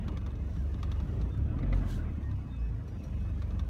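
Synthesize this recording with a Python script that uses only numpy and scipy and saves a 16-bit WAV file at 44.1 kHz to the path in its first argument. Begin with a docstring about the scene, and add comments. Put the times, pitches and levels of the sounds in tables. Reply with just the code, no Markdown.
"""On deck of a sailing boat in a calm harbour: the inboard diesel idles, is revved once and sinks back.
Sine tones at multiples of its firing rate sweep through the hull's resonances; throbbing noise adds exhaust.
Struck noise and fading tones make a loose rattling fitting, and two knocks near the top of the rev.
A short watery hiss follows the top. Thin whines, squeaks, clinks and plops come and go.
Small gurgling bubbles and a faint wash of filtered noise lie underneath."""
import sys
import numpy as np
from scipy import signal
from scipy.fft import rfft, irfft, next_fast_len
from scipy.io import wavfile
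from scipy.ndimage import uniform_filter1d, map_coordinates

SR = 44100
rng = np.random.default_rng(int(sys.argv[2]) if len(sys.argv) > 2 else 0)


def log_audio(samples):
    """Write samples as a 16-bit WAV file to the path given in sys.argv[1]."""
    # one column per channel
    frames = np.atleast_2d(samples).T
    # limit to full scale, then quantise
    limited = np.clip(frames, -1, 1)
    pcm = np.round(limited * 32767).astype(np.int16)
    wavfile.write(sys.argv[1], SR, pcm)


N = 162729

# Engine speed: [t/s, firings per second]
ENGINE_SPEED = [(0.0, 22.9), (0.25, 22.4), (0.57, 23), (1.06, 23.1), (1.25, 28.8), (1.37, 32.4),
                (1.51, 38.1), (1.63, 43.7), (1.76, 47.3), (1.91, 41.5), (2.06, 38.5), (2.37, 32.7),
                (2.65, 28.1), (2.9, 24.6), (3.1, 23.9), (3.69, 23.4)]
# Tones of the engine: [multiple of the firing rate, relative level/dB]
ENGINE_ORDERS = [(1, 12.5), (2, 4), (3, 1.5), (4, 0), (5, -3), (6, -4.5), (7, -11), (8, -1), (9, -1)]
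# How strongly the hull answers each pitch: [f/Hz, level/dB]
HULL_RESPONSE = [(22, -93.5), (30, -63), (35, -53), (41, -43.5), (46, -39), (51, -42.5), (57, -28.5),
                 (62, -42.5), (70, -32.5), (79, -40), (86, -40), (94, -38), (103, -37), (115, -43),
                 (132, -41.5), (150, -47.5), (200, -51), (400, -76.5)]
# Rise and fall of all the engine tones together: [t/s, relative level/dB]
DRONE_LEVEL = [(0, -2.5), (1.0, -0.5), (1.24, -3.5), (1.32, -5.5), (1.38, 4.5), (1.47, -2.5), (1.65, -3),
               (1.76, 4), (1.85, -3.5), (1.96, 1), (2.2, -4), (2.35, 0), (2.47, -2.5), (2.62, -2),
               (2.78, -0.5), (2.9, -7), (3.03, -7), (3.12, 0), (3.69, 0.5)]
LOAD_ORDER = 3  # the tone that swells under throttle
LOAD_DB_PER_ACCEL = 0.2221  # its swell at top speed, dB per (firings per second, per second)
ORDER_WAVER_DB = 1.22  # unsteadiness of the lowest tone, dB
ORDER_WAVER_GROWTH = 0.37  # power by which higher tones waver more
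# Exhaust rumble and engine clatter over time: [t/s, level/dB]
RUMBLE_LEVEL = [(0, -38), (.45, -40), (1.0, -40), (1.18, -34.5), (1.33, -40), (1.55, -36), (1.78, -36),
                (1.92, -38), (2.1, -38.5), (2.25, -44), (2.6, -46), (3.0, -40), (3.3, -43), (3.56, -40),
                (3.69, -42)]
CLATTER_LEVEL = [(0, -57.5), (.2, -60), (.4, -62.5), (.66, -60.5), (1.04, -58), (1.22, -59.5), (1.35, -60),
                 (1.54, -58), (1.77, -54), (1.92, -57.5), (2.1, -59), (2.22, -61), (2.78, -63.5),
                 (3.22, -61), (3.69, -61.5)]
# Tone colour of rumble, clatter and exhaust roar: [f/Hz, relative level per Hz/dB]
RUMBLE_COLOUR = [(20, -49), (38, -22), (60, 4), (90, 4.5), (125, -1.5), (160, -1.5), (195, -4.5),
                 (245, -9.5), (305, -8), (360, -15), (480, -18), (650, -22.5), (900, -37.5), (2000, -72)]
CLATTER_COLOUR = [(300, -11.5), (600, 5.5), (900, 5), (1180, 4), (1400, -2.5), (1600, -1.5), (2000, -2.5),
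                  (2350, -5), (3000, -9), (3600, -14), (4500, -26.5), (8000, -40)]
ROAR_COLOUR = [(60, -47.5), (190, 0.5), (290, -1), (380, -25), (900, -100)]
ROAR_DB, ROAR_DB_PER_OCTAVE = -42, 14  # level at top speed, growth per doubling of speed (dB)

# Lower and upper thin tone of the machinery: [t/s, level/dB]
LOW_WHINE_LEVEL = [(0, -75), (.42, -74), (.52, -84), (.92, -69), (1.08, -77), (1.4, -74), (1.5, -66),
                   (1.62, -74), (2.03, -70), (2.3, -78.5), (2.63, -63), (2.85, -83), (3.01, -65.5),
                   (3.24, -67.5), (3.35, -75.5), (3.69, -77.5)]
HIGH_WHINE_LEVEL = [(.15, -73), (.33, -82), (.45, -73.5), (.62, -80), (.8, -73), (1.4, -83), (3.69, -80)]
LOW_WHINE_HZ, HIGH_WHINE_HZ = 2566, 2869

# Blows of the loose fitting: [t/s, chatter level/dB, level of its body over the chatter/dB]
RATTLES = [(.0805, -47, 0.5), (.1167, -63, 6), (0.171, -47, -1.5), (0.2135, -64, 7), (0.2624, -50.5, 1),
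           (.3045, -61, -4), (0.354, -59.5, 0), (0.5623, -56.5, -2), (0.7415, -56, -2), (0.8289, -43, -3),
           (0.9154, -45, -3.5), (.9587, -59, -2), (1.0002, -54.5, 1), (1.2128, -49.5, -1.5),
           (1.5875, -59, 7), (2.2278, -62.5, 3), (2.311, -58, 0.5), (3.4196, -48.5, -5), (3.5055, -57, 2.5),
           (3.5923, -48, -2.5)]
# Tone colour of its chatter and of its lower thud: [f/Hz, relative level per Hz/dB]
CHATTER_COLOUR = [(600, -24), (1600, -9), (2300, -1.5), (2900, -2), (3700, 5.5), (4300, -6.5), (5000, -6.5),
                  (6100, -4), (7300, -15.5), (9500, -22), (12000, -20), (15500, -36)]
FITTING_THUD_COLOUR = [(300, -6), (800, -4), (1150, 5), (1450, -7), (1850, -11), (2600, -13), (5000, -36)]
# Tones the fitting rings with: [f/Hz, relative level/dB, time to fade by 60 dB/s]
FITTING_MODES = [(1162, 7, 0.045), (1280, -1.5, 0.064), (1585, -2, 0.049), (1874, -7.5, 0.062),
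                 (2234, -7, 0.055), (3436, -11, .05), (3653, -4.5, 0.056), (3980, -11, 0.033),
                 (4340, -12.5, 0.083), (6000, -15, 0.056), (6630, -22, 0.043)]
FITTING_THUD_DB, FITTING_RING_DB = -0.5, -3.5  # added to the level of the body

# Dull knocks: [t/s, level/dB]
KNOCKS = [(1.628, -45.5), (1.726, -38.5)]
# Tone colour of their thud: [f/Hz, relative level per Hz/dB]
KNOCK_COLOUR = [(150, -8), (280, -10), (550, 11.5), (850, -8), (1250, 13), (1600, 1), (2020, 15),
                (2500, -8), (3800, -2), (5000, -12.5), (12000, -44)]
# Tones the struck part rings with: [f/Hz, relative level/dB, time to fade by 60 dB/s]
KNOCK_MODES = [(338, -7, 0.085), (536, 0, 0.13), (672, -2, 0.088), (1223, -5.5, .1), (1750, -5, 0.046),
               (2012, 3.5, 0.036), (2210, -5, .04), (3410, -11, 0.036), (3730, -9, 0.035)]

# Tone colour of the hiss, its spatters and the clink scrapes: [f/Hz, relative level per Hz/dB]
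HISS_COLOUR = [(1500, -15), (3000, 8.5), (4300, 6.5), (5200, 1.5), (6500, 3), (9000, -3), (12000, -4),
               (15500, -9)]
HISS_S, HISS_RISE_S, HISS_FALL_S = 1.915, 0.035, 0.057  # moment of its peak, widths of rise and fall (s)
HISS_DB, HISS_PATCHY_DB = -59, 1.5  # level, unevenness (dB)
HISS_CUT = 2.7  # how abruptly it stops (2 = a bell curve)
# Small spatters of water: [t/s, level/dB]
SPATTERS = [(1.374, -61), (1.745, -64), (1.772, -62), (1.887, -60), (1.908, -49)]
# Tone colour of a brief gush of water as the revs fall: [f/Hz, relative level per Hz/dB]
GUSH_COLOUR = [(250, -27), (700, 0), (950, -10), (1600, 3), (1800, -12), (4000, -70)]
GUSH_S, GUSH_WIDTH_S, GUSH_DB = 1.92, 0.12, -60  # middle (s), width (s), level (dB)

# Faint squeaks: [t/s, length/s, f/Hz, level/dB]
SQUEAKS = [(1.297, 0.093, 3580, -64.5), (2.227, 0.1, 1851, -57), (2.398, 0.13, 1150, -62),
           (2.495, 0.095, 3622, -63.5), (2.585, 0.0401, 5120, -72), (2.603, .12, 5490, -77.5),
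           (2.626, 0.071, 1760, -63), (2.9, 0.13, 4800, -75.5), (2.991, 0.036, 2680, -65)]
SQUEAK_SAG = 0.017  # share of the pitch lost over a squeak
SQUEAK_PEAK = 0.35  # share of its length at which it is loudest

# Small metal clinks: [t/s, level/dB]
CLINKS = [(2.878, -62.5), (3.036, -58)]
# Tones the metal rings with: [f/Hz, relative level/dB, time to fade by 60 dB/s]
METAL_MODES = [(4100, -5, 0.12), (5710, -2, 0.15), (5800, -2.5, .1), (8662, -15, 0.12), (11677, -8.5, .08)]
CLINK_SCRAPE_DB = -5  # added to the level of the clink

# Bubbles that plop as the revs fall: [t/s, f/Hz, relative level/dB]
PLOPS = [(1.893, 1620, -51), (1.988, 1470, -46), (2.088, 2030, -55)]
PLOP_T60 = 0.068  # time to fade by 60 dB, s

BURBLES_PER_S = 70
BURBLE_HZ, BURBLE_SPREAD = 1399.6, 0.25  # middle pitch (Hz), spread in log pitch
BURBLE_CYCLES = 19.8  # cycles in one unit of a bubble's age
BURBLE_BEND = 0.006  # share of extra phase per unit of age, so the pitch creeps up
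BURBLE_DB, BURBLE_SCATTER_DB = -63.5, 1  # typical peak level, spread (dB)
BURBLE_FOLLOWS = 1  # share of the clatter's swell that the bubbles follow

# Wash of water over time: [t/s, level/dB]
WASH_LEVEL = [(0, -76), (.35, -75.5), (.55, -71.5), (.8, -72), (1.2, -71.5), (1.45, -77), (1.7, -77),
              (1.75, -66.5), (1.83, -70.5), (2.05, -75), (2.75, -76), (3.2, -72), (3.69, -74)]
# Tone colour of the wash and of a thin sizzle in the idle: [f/Hz, relative level per Hz/dB]
WASH_COLOUR = [(1500, -23), (3500, 7), (5000, 1.5), (6100, 3.5), (7200, -4), (9600, -4.5), (10500, -10),
               (11600, -4.5), (13000, -12.5), (15500, -10)]
SIZZLE_COLOUR = [(5200, -25), (5650, 0), (5800, -2), (6200, -27)]
SIZZLE_S, SIZZLE_WIDTH_S, SIZZLE_DB = 0.56, 0.06, -75.5  # middle (s), width (s), level (dB)

TOP_HZ = 15720  # nothing is kept from here up


def amp(db):
    """Turn decibels into gain."""
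    return 10 ** (np.asarray(db) / 20)


def unit(x):
    """Scale a signal to an rms of 1."""
    return x / np.sqrt(np.mean(x ** 2) + 1e-20)


def along(points, hz):
    """Read (Hz, value) points on a log pitch axis, as the ear hears pitch."""
    f, v = np.transpose(points)
    return np.interp(np.log(hz + 1), np.log(f + 1), v)


def clock():
    """Give the time of each sample in seconds."""
    return np.arange(N) / SR


def curve(rows):
    """Join (s, value) points by straight lines, one value per sample."""
    return np.interp(clock(), *np.transpose(rows))


def wobble(rate):
    """Draw a smooth random curve through `rate` random points a second."""
    points = rng.standard_normal(int(N * rate / SR) + 4)
    return map_coordinates(points, [clock() * rate])


def bell(s, width):
    """Swell and fade smoothly around time s."""
    return np.exp(-.5 * ((clock() - s) / width) ** 2)


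def strike(s, attack, t60):
    """Shape a blow at time s: a quick rise, then a fade by 60 dB in t60 seconds."""
    t = np.maximum(clock() - s, 0)
    return (1 - np.exp(-t / attack)) * np.exp(-np.log(1000) * t / t60)


def filtered(x, response):
    """Multiply the spectrum of x by a gain for each frequency."""
    m = next_fast_len(N + SR // 2)
    return irfft(rfft(x, m) * response(np.fft.rfftfreq(m, 1 / SR)), m)[:N]


def noise(colour, patchy_db=0):
    """Make coloured noise of rms 1, with drifting patches of random gain in time and pitch."""
    z = signal.stft(rng.standard_normal(N), nperseg=1024)[2]
    field = rng.standard_normal(z.shape)
    field = uniform_filter1d(field, size=3, axis=0)
    field = uniform_filter1d(field, size=7, axis=1)
    patchy = signal.istft(z * amp(patchy_db * unit(field)), nperseg=1024)[1][:N]
    return unit(filtered(patchy, lambda hz: amp(along(colour, hz))))


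def throb(phase, depth_db):
    """Swell the gain once per firing, keeping its rms at 1."""
    return unit(amp(depth_db * np.cos(phase)))


def modal(hits, modes, attack):
    """Let blows (s, dB) ring a body's own tones, a little differently each time."""
    ring = np.zeros(N + SR)
    t = np.arange(SR // 6) / SR
    for s, db in hits:
        for hz, level, t60 in modes:
            gain = amp(db + level + rng.normal(0, 1.3))
            fade = np.exp(-np.log(1000) * t / t60) * (1 - np.exp(-t / attack))
            tone = np.sin(2 * np.pi * hz * t + rng.uniform(0, 2 * np.pi))
            ring[round(s * SR):][:len(t)] += gain * fade * tone
    return ring[:N]


def engine():
    """Firing tones sound through the hull, with rumble, roar and clatter that pulse at each firing."""
    speed = uniform_filter1d(curve(ENGINE_SPEED), size=2205, mode="nearest")
    phase = 2 * np.pi * np.cumsum(speed) / SR
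    # Only speeding up counts as load, and more so at high speed
    accel = np.maximum(np.gradient(speed) * SR, 0)
    load_db = LOAD_DB_PER_ACCEL * accel * (speed - speed.min()) / np.ptp(speed)

    drone = np.zeros(N)
    for order, (_, db) in enumerate(ENGINE_ORDERS, 1):
        level_db = db + along(HULL_RESPONSE, order * speed)
        if order == LOAD_ORDER:
            level_db = level_db + load_db
        waver_db = ORDER_WAVER_DB * order ** ORDER_WAVER_GROWTH * wobble(14)
        jitter = 0.07 * order * wobble(16)
        tone = np.sin(order * phase + rng.uniform(0, 2 * np.pi) + jitter)
        drone += amp(level_db + waver_db) * tone
    drone *= amp(curve(DRONE_LEVEL))

    rumble = amp(curve(RUMBLE_LEVEL)) * noise(RUMBLE_COLOUR, patchy_db=1.5)
    rumble *= throb(phase, depth_db=0.8)
    roar_db = ROAR_DB + ROAR_DB_PER_OCTAVE * np.log2(speed / speed.max())
    roar = amp(roar_db) * noise(ROAR_COLOUR) * throb(phase, depth_db=3.0)
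    clatter = amp(curve(CLATTER_LEVEL) + 1.0 * wobble(45)) * noise(CLATTER_COLOUR, patchy_db=3.0)
    clatter *= throb(phase, depth_db=1.1)
    return drone + rumble + roar + clatter


def whine():
    """Two thin steady-pitched tones of the machinery waver and come and go."""
    out = np.zeros(N)
    for hz, level in [(LOW_WHINE_HZ, LOW_WHINE_LEVEL), (HIGH_WHINE_HZ, HIGH_WHINE_LEVEL)]:
        gain = amp(curve(level) + 3.4 * wobble(26.18))
        out += gain * np.sin(2 * np.pi * hz * clock() + 0.87 * wobble(22))
    return out


def rattle():
    """A loose fitting, shaken by the engine, chatters in short bursts, thuds and rings briefly."""
    chatter = sum(amp(db) * strike(s, attack=0.0013, t60=0.037) for s, db, _ in RATTLES)
    body = [(s, db + body_db) for s, db, body_db in RATTLES]
    thud = sum(amp(db) * strike(s, attack=0.0018, t60=0.085) for s, db in body)
    ring = modal(body, FITTING_MODES, attack=0.0011)
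    return (chatter * noise(CHATTER_COLOUR)
            + amp(FITTING_THUD_DB) * thud * noise(FITTING_THUD_COLOUR)
            + amp(FITTING_RING_DB) * ring)


def knocks():
    """Something on deck knocks twice near the top of the rev: a thud of noise and ringing tones."""
    blows = sum(amp(db) * strike(s, attack=0.0019, t60=0.058) for s, db in KNOCKS)
    return blows * noise(KNOCK_COLOUR) + modal(KNOCKS, KNOCK_MODES, attack=0.0036)


def hiss():
    """Grainy spray, spatters and a hollow gush, like a spurt of water that stops quickly."""
    t = clock() - HISS_S
    rise = (t / HISS_RISE_S) ** 2
    fall = np.abs(t / HISS_FALL_S) ** HISS_CUT
    swell = np.exp(-.5 * np.where(t < 0, rise, fall))
    spray = amp(HISS_DB + 2.4 * wobble(600)) * swell * noise(HISS_COLOUR, patchy_db=HISS_PATCHY_DB)
    drops = sum(amp(db) * strike(s, attack=0.0011, t60=0.033) for s, db in SPATTERS)
    gush = amp(GUSH_DB + 1.6 * wobble(80)) * bell(GUSH_S, GUSH_WIDTH_S)
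    return spray + drops * noise(HISS_COLOUR) + gush * noise(GUSH_COLOUR, patchy_db=-1.0)


def squeaks():
    """Short thin whistles swell, fade and sag in pitch."""
    out = np.zeros(N)
    for s, length, hz, db in SQUEAKS:
        progress = np.clip((clock() - s) / length, 0, 1)
        pitch = hz * (1 - SQUEAK_SAG * (progress - .5) + 0.0016 * wobble(120))
        swell = np.sin(np.pi * np.interp(progress, [0, SQUEAK_PEAK, 1], [0, .5, 1]))
        out += amp(db) * swell * np.sin(2 * np.pi * np.cumsum(pitch) / SR)
    return out


def clinks():
    """Metal in the rigging touches lightly: a tiny scrape of noise and a ring of unsteady tones."""
    ring = np.zeros(N)
    for s, db in CLINKS:
        for hz, level, t60 in METAL_MODES:
            tone = np.sin(2 * np.pi * hz * clock() + 1.0 * wobble(440))
            ring += amp(db + level) * strike(s, attack=0.002, t60=t60) * tone
    scrape = sum(amp(db + CLINK_SCRAPE_DB) * strike(s, attack=0.001, t60=0.081) for s, db in CLINKS)
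    return ring + scrape * noise(HISS_COLOUR)


def plops():
    """A few larger bubbles each ring briefly, with a rough, unsteady tone."""
    out = np.zeros(N)
    for s, hz, db in PLOPS:
        tone = np.sin(2 * np.pi * hz * clock() + 0.53 * wobble(270))
        out += 2 * amp(db) * strike(s, attack=0.0056, t60=PLOP_T60) * tone
    return out


def bell_spread(share):
    """Turn even random shares (0 to 1) into a bell-like spread around 0, of deviation 1."""
    return np.log(share / (1 - share)) * np.sqrt(3) / np.pi


def burble():
    """Many small bubbles ring beside the hull, louder and softer along with the clatter."""
    count = int(BURBLES_PER_S * N / SR)
    start, pitch, size = rng.uniform(.01, 1.0, (count, 3)).T
    hz = BURBLE_HZ * np.exp(BURBLE_SPREAD * bell_spread(pitch))[:, None]
    at = (start * N).astype(int)
    swell_db = curve(CLATTER_LEVEL) - curve(CLATTER_LEVEL).mean()
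    level_db = BURBLE_DB + BURBLE_SCATTER_DB * bell_spread(size) + BURBLE_FOLLOWS * swell_db[at]
    k = np.arange(SR // 10)
    age = hz * k / SR / BURBLE_CYCLES
    envelope = 2 * age * np.exp(1 - 2 * age)  # peaks at 1
    tone = np.sin(2 * np.pi * BURBLE_CYCLES * age * (1 + BURBLE_BEND * age))
    bubbles = amp(level_db)[:, None] * envelope * tone
    # Add every bubble into the output at its own start
    return np.bincount((at[:, None] + k).ravel(), bubbles.ravel(), N)[:N]


def water():
    """A faint, fizzing wash of noise runs along the hull, with one thin sizzle."""
    wash = amp(curve(WASH_LEVEL) + 1.3 * wobble(160)) * noise(WASH_COLOUR, patchy_db=3.0)
    sizzle = amp(SIZZLE_DB) * bell(SIZZLE_S, SIZZLE_WIDTH_S) * noise(SIZZLE_COLOUR)
    return wash + sizzle


def scene():
    """Add up everything as heard from the deck, in open air, with no echo."""
    boat = engine() + whine() + rattle() + knocks()
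    details = hiss() + squeaks() + clinks()
    background = plops() + burble() + water()
    return (boat + details + background)[None]


def record(dry):
    """Cut off everything from the band limit upward."""
    return filtered(dry[0], lambda hz: hz < TOP_HZ)[None]


dry = scene()
out = record(dry)
log_audio(out)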